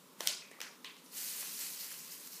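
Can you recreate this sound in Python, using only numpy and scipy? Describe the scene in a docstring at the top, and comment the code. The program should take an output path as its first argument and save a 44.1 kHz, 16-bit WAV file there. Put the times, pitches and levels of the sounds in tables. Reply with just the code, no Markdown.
"""A low, slightly wavering hush fills a quiet kitchen: shaped noise, there from start to end.
A paper sachet is torn open: fibres part in a burst of random clicks, and folds snap and creak as short
crackles, each with its own ring and tone. Then sugar slides out in a dense, lumpy hiss of tiny pitched ticks
with a dull paper rustle, thinning as the sachet is shaken empty while the paper still snaps.
A fading noise tail gives the hard room's echo. One microphone, the same on both channels."""
import sys
import numpy as np
from scipy import signal
from scipy.io import wavfile
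from scipy.ndimage import uniform_filter1d

SR = 44100
rng = np.random.default_rng(int(sys.argv[2]) if len(sys.argv) > 2 else 0)


def pcm_store(signal):
    """Save signal as 16-bit PCM."""
    levels = np.round(np.clip(np.atleast_2d(signal), -1, 1) * 32767)
    wavfile.write(sys.argv[1], SR, levels.astype(np.int16).T)


N = 105840  # length in samples (2.4 s)

# Background hush, its tone before the overall level is set: f/Hz, level per Hz/dB
HUSH_COLOUR = [(25, -52), (70, -38), (100, -26.5), (135, -14), (155, -5.5), (190, 1), (220, -7), (250, 0.5),
               (310, -7.5), (450, -4.5), (600, -10.5), (730, -16), (1020, -7), (1300, -12), (1600, -16.5),
               (2700, -17.5), (3900, -16.5), (4500, -17.5), (9000, -19.5), (15500, -19.5)]
HUSH_DB, HUSH_PATCH_DB = -60, 1  # overall level; typical swell of its patches

# How long each band of the echo takes to fall by 60 dB: f/Hz, t/s
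ECHO_FADE = [(400, 0.68), (1300, 0.47), (3500, 0.43), (8000, 0.37), (14000, 0.22)]
# Tone the walls give the echo: f/Hz, level/dB
WALL_COLOUR = [(300, -3), (1800, 1.5), (3500, -1), (14000, -1)]
FIRST_WALL_S, BUILD_S = .0025, .005  # delay of the first echo; time constant of the build-up
SNAP_ROOM_DB, POUR_ROOM_DB, ECHO_LUMPS_DB = 0, -7.5, 2  # sent to the room: paper, sugar; lumps in the echo

# The flow of sugar: t/s, hiss level/dB, paper rustle level against the hiss/dB
POUR_LEVELS = [(1.09, -66, -15), (1.114, -60, -18), (1.13, -51, -9), (1.18, -41, -14),
               (1.362, -43.5, -12.5), (1.41, -41.5, -12), (1.422, -45, -8), (1.57, -44, -16),
               (1.61, -41, -12), (1.786, -47.5, -13.5), (1.804, -43.5, -12.5), (1.888, -49.5, -9.5),
               (1.924, -46, -9.5), (1.968, -49, -13), (2.092, -52, -11.5), (2.118, -47, -12),
               (2.192, -52.5, -12), (2.268, -50, -13.5), (2.296, -57.5, -15), (2.322, -49.5, -24),
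               (2.334, -49, -14), (2.4, -53, -11)]
# Tone of the sugar hiss: f/Hz, level per Hz/dB
SUGAR_COLOUR = [(1470, -31), (2500, -12), (3140, -11.5), (4230, -1), (5450, -1), (6640, -1), (10700, -1.5),
                (12500, 0.5), (14700, -2), (15500, 1)]
# Tone of the paper rustle: f/Hz, level per Hz/dB
RUSTLE_COLOUR = [(150, -38), (550, -8.5), (800, -9), (1200, -5.5), (1800, -0.5), (3000, 1.5), (4500, -13)]
GRAINS_PER_S, GRAIN_SPREAD_DB = 12000, 1  # ticks over all pitches together; spread of their loudness
CLUMP_DB, PATCH_DB = 0.4, 1.46  # typical swell of the clumps, and of patches in the hiss
CRYSTAL_T60_S = 0.0016  # time for a tick to fall by 60 dB

# Loudness of the parting fibres: t/s, level/dB
TEAR_LEVELS = [(.16, -81), (.2, -55), (.24, -47.5), (.25, -50.5), (.272, -39.5), (.285, -66)]
# Tone of the parting fibres: f/Hz, level per Hz/dB
TEAR_COLOUR = [(100, -60), (500, -19), (1500, 1.5), (4000, -2.5), (10000, -1), (15500, -5)]

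# Where the tone of each snap is listed: f/Hz
SNAP_HZ = [350, 800, 1400, 2200, 3500, 5500, 8500, 13000]
# Paper snaps: t/s, energy level/dB, level sent to the room against that/dB, crackle length/s,
# fade over that length/dB, first click before doubling/dB, ring f/Hz, ring level/dB,
# then the tone as level per Hz/dB at each SNAP_HZ, before the ring is added
PAPER_SNAPS = [(0.2057, -10.5, -4.5, 0.0027, 11.5, 0, 598, 8.9, -9, -8, -11, -16, -10, -11, -19, -18.5),
               (.2733, -0.5, -4, 0.0038, -20, 7, 5000, 1.7, -38, -22, -21, -10, -4, -2, -7.5, -15.5),
               (.4200, -28, 0, 0.011, -8, -6, 2470, 13, -40, -17, -13, -7, -13.5, -10, -39, -36),
               (0.5138, -27.5, -2.5, 0.0081, -21, 0, 1910, 12, 0.5, -19, -18, -9, -16, -24, -16.5, -32),
               (.5310, -34.5, -4, 0.0095, -12, 5, 2050, 9.8, -12, -2, -35, -5, -25, -30, -35, -35),
               (0.588, -32, -5, 0.0041, 2, -3, 561, 10, -12, -19, -7, -37, -27, -38, -37, -35),
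               (.6043, -18.5, -8.5, 0.0029, -5, 9, 500, 13.6, -1.5, -4, -2, 5, -1, -3, -14, -13),
               (0.615, -14, -1.5, 0.0039, -15, 3, 5760, 3.9, -17, -18, -10, -9.5, -14, -11, -18.5, -21),
               (0.8448, -19.5, 1.5, .0035, 0, -12, 1080, 13, -47, -16, -14, -2.5, 0.5, -10.5, -16.5, -21.5),
               (.9670, -34.5, 3.5, 0.0014, -8, -3, 4050, 4, -29, -28, -6, 12, 12, 11, 10, -4),
               (1.061, -33.5, 1, 0.0091, -10, -4, 5650, 12, -34, -31, -22, -15, -16, -15, -23, -20),
               (1.0420, -35.5, 6, .02, -10, -6, 9900, 8, -35, -27, -33, -32, -28, -15, -11, -11),
               (1.425, -30, -4, 0.0053, -7, -13, 1100, 6.2, -6, 7, 8, -9, -10, -4, -18, -12),
               (1.8050, -21, 2, 0.025, -4, -6, 4800, 11, -36, -29, -24, -12, -8, 1, -11, -7),
               (1.915, -23, -8, 0.0047, -8, -5, 5040, 5, -20, -16, -2, 2, -8, -4, -6, 0),
               (2.1183, -23.5, -11, 0.0054, -10, 0, 4930, 5.8, -33, -31, -16, -15, -14, 8, -8, -11),
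               (2.1242, -30, -10, .004, -6, -2, 5160, 5.5, -30, -18, -5, -8, -16, 7, -8, -5),
               (2.2728, -21, -1, 0.0043, -6, -3, 9000, 3, -37, -31, -11, -19, -18, -10, -11, -7),
               (2.3295, -24, -10, 0.0044, -6, -5, 4800, 5, -33.5, -29, -20, -9, -8, -1, -21, -3)]
RING_WIDTH = .1  # share of the ring's pitch
BASS_CUT_DB = -48  # at 100 Hz, against the first tone value: paper has no bass down there

EDGE_HZ = 15260  # treble limit of the microphone signal


def gain_of(db):
    """Turns dB into a factor."""
    return 10 ** (np.asarray(db) / 20)


def evened(x):
    """Scales a signal to an average strength (rms) of 1."""
    return x / np.sqrt(np.mean(x ** 2) + 1e-20)


def read(points, hz):
    """Reads values between the listed pitches, on a log-frequency axis."""
    f, value = np.transpose(points)
    return np.interp(np.log(hz + 1), np.log(f + 1), value)


def colour(x, points, size=2048):
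    """Gives a sound a tone with a minimum-phase filter, which never answers before the sound arrives."""
    hz = abs(np.fft.fftfreq(size, 1 / SR))
    log_gain = np.log(gain_of(read(points, hz)))
    response = np.exp(np.conj(signal.hilbert(log_gain)))
    taps = np.fft.ifft(response).real
    return signal.oaconvolve(x, taps[:size // 2])[:len(x)]


def curve(rows, column):
    """Reads one column of a time table at every sample."""
    rows = np.array(rows)
    return np.interp(np.arange(N) / SR, rows[:, 0], rows[:, column])


def grains(per_s, spread_db):
    """Random clicks, most small and a few large."""
    u = rng.random((N, 3))
    sign = np.sign(u[:, 0] - .5)
    size = gain_of(-spread_db * np.log(1 - .99 * u[:, 1]))
    happens = u[:, 2] < per_s / SR
    return sign * size * happens


def patchy(x, patch_db, size=256):
    """Lets patches of the sound, in time and pitch, swell and sink at random."""
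    overlap = size * 3 // 4
    z = signal.stft(x, nperseg=size, noverlap=overlap)[2]
    field = rng.standard_normal(z.shape[::-1]).T
    field = uniform_filter1d(field, size=6, axis=0)
    field = evened(uniform_filter1d(field, size=12, axis=1))
    return signal.istft(z * gain_of(patch_db * field), nperseg=size, noverlap=overlap)[1][:len(x)]


def hush():
    """The room's low, slightly wavering hush and the microphone's hiss, as shaped noise."""
    # The extra start is cut off so that the filter has settled
    steady = colour(rng.standard_normal(N + 4096), HUSH_COLOUR, size=8192)[4096:]
    return gain_of(HUSH_DB) * evened(patchy(steady, HUSH_PATCH_DB, size=2048))


def kitchen(x):
    """Dense, lumpy echo that builds from the first wall, each band dying at its own speed."""
    size = SR // 2
    t = np.arange(size) / SR
    lumpy = patchy(rng.choice([-1., 1.], size), ECHO_LUMPS_DB, size=128)
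    hz, frame_s, z = signal.stft(lumpy, SR, nperseg=128)
    fade_db = -60 * frame_s / read(ECHO_FADE, hz)[:, None]
    tail = signal.istft(z * gain_of(fade_db), SR, nperseg=128)[1][:size]
    build_up = 1 - np.exp(-np.maximum(t - FIRST_WALL_S, 0) / BUILD_S)
    tail = colour(tail, WALL_COLOUR) * build_up
    return signal.fftconvolve(x, tail / np.linalg.norm(tail))[:N]


def crystals(count=24):
    """Crystals give tiny fading ticks, a millisecond or so long, each at one of a set of pitches."""
    t, out = np.arange(256) / SR, np.zeros(N)
    for hz in np.linspace(1500, 15500, count):
        tick = np.sin(2 * np.pi * hz * t) * gain_of(-60 * t / CRYSTAL_T60_S)
        out += signal.oaconvolve(grains(GRAINS_PER_S / count, GRAIN_SPREAD_DB), tick)[:N]
    return out


def pour():
    """Crystals tick on paper in small clumps; the paper adds a duller rustle."""
    clumps = uniform_filter1d(rng.standard_normal(N), size=150)
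    clumps = evened(uniform_filter1d(clumps, size=150))
    hiss = evened(patchy(colour(crystals(), SUGAR_COLOUR), PATCH_DB))
    rustle = evened(colour(grains(2500, 1.4), RUSTLE_COLOUR))
    flowing = np.arange(N) / SR > POUR_LEVELS[0][0]
    level = flowing * gain_of(curve(POUR_LEVELS, column=1) + CLUMP_DB * clumps)
    return level * (hiss + gain_of(curve(POUR_LEVELS, column=2)) * rustle)


def tear():
    """Fibres part in a dense crackle that swells towards the big snap."""
    t = np.arange(N) / SR
    tearing = (t > TEAR_LEVELS[0][0]) & (t < TEAR_LEVELS[-1][0])
    crackle = evened(colour(grains(3600, 0.84), TEAR_COLOUR))
    return tearing * gain_of(curve(TEAR_LEVELS, column=1)) * crackle


def snaps():
    """A click, then milliseconds of crackle, in the colour of that fold; also a bare click for the walls."""
    near, walls, t = np.zeros(N + 1024), np.zeros(N + 1024), np.arange(1024) / SR
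    hz = np.geomspace(100, 16000, 300)
    for row, noise in zip(PAPER_SNAPS, rng.standard_normal((len(PAPER_SNAPS), 1024))):
        s, db, room_db, length, fade_db, click_db, ring_hz, ring_db, *shade = row
        fold_db = read([(hz[0], shade[0] + BASS_CUT_DB), *zip(SNAP_HZ, shade)], hz)
        ring = ring_db / (1 + ((hz / ring_hz - 1) / RING_WIDTH) ** 2)
        fold = list(zip(hz, fold_db + ring))
        ending = np.clip((length - t) * 2000, 0, 1)  # the last half millisecond closes smoothly
        crackle = noise * gain_of(fade_db * t / length) * ending
        crackle[0] = gain_of(click_db) * 2
        click = 1. * (t == 0)
        for mix, push, push_db in ((near, crackle, db), (walls, click, db + room_db)):
            snap = colour(push, fold)
            mix[round(s * SR):][:1024] += gain_of(push_db) * snap / np.linalg.norm(snap)
    return near[:N], walls[:N]


def scene():
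    """Sachet and sugar in the kitchen, over the hush, the same on both channels."""
    (near, walls), fibres, sugar = snaps(), tear(), pour()
    echo = kitchen(gain_of(SNAP_ROOM_DB) * (walls + fibres) + gain_of(POUR_ROOM_DB) * sugar)
    mono = near + fibres + sugar + echo + hush()
    return np.array([mono, mono])


def record(dry):
    """Takes away the treble above the limit with a steep low-pass filter."""
    low_pass = signal.firwin(767, EDGE_HZ, window=("kaiser", 9), fs=SR)
    return signal.oaconvolve(dry, low_pass[None], "same")


dry = scene()
out = record(dry)
pcm_store(out)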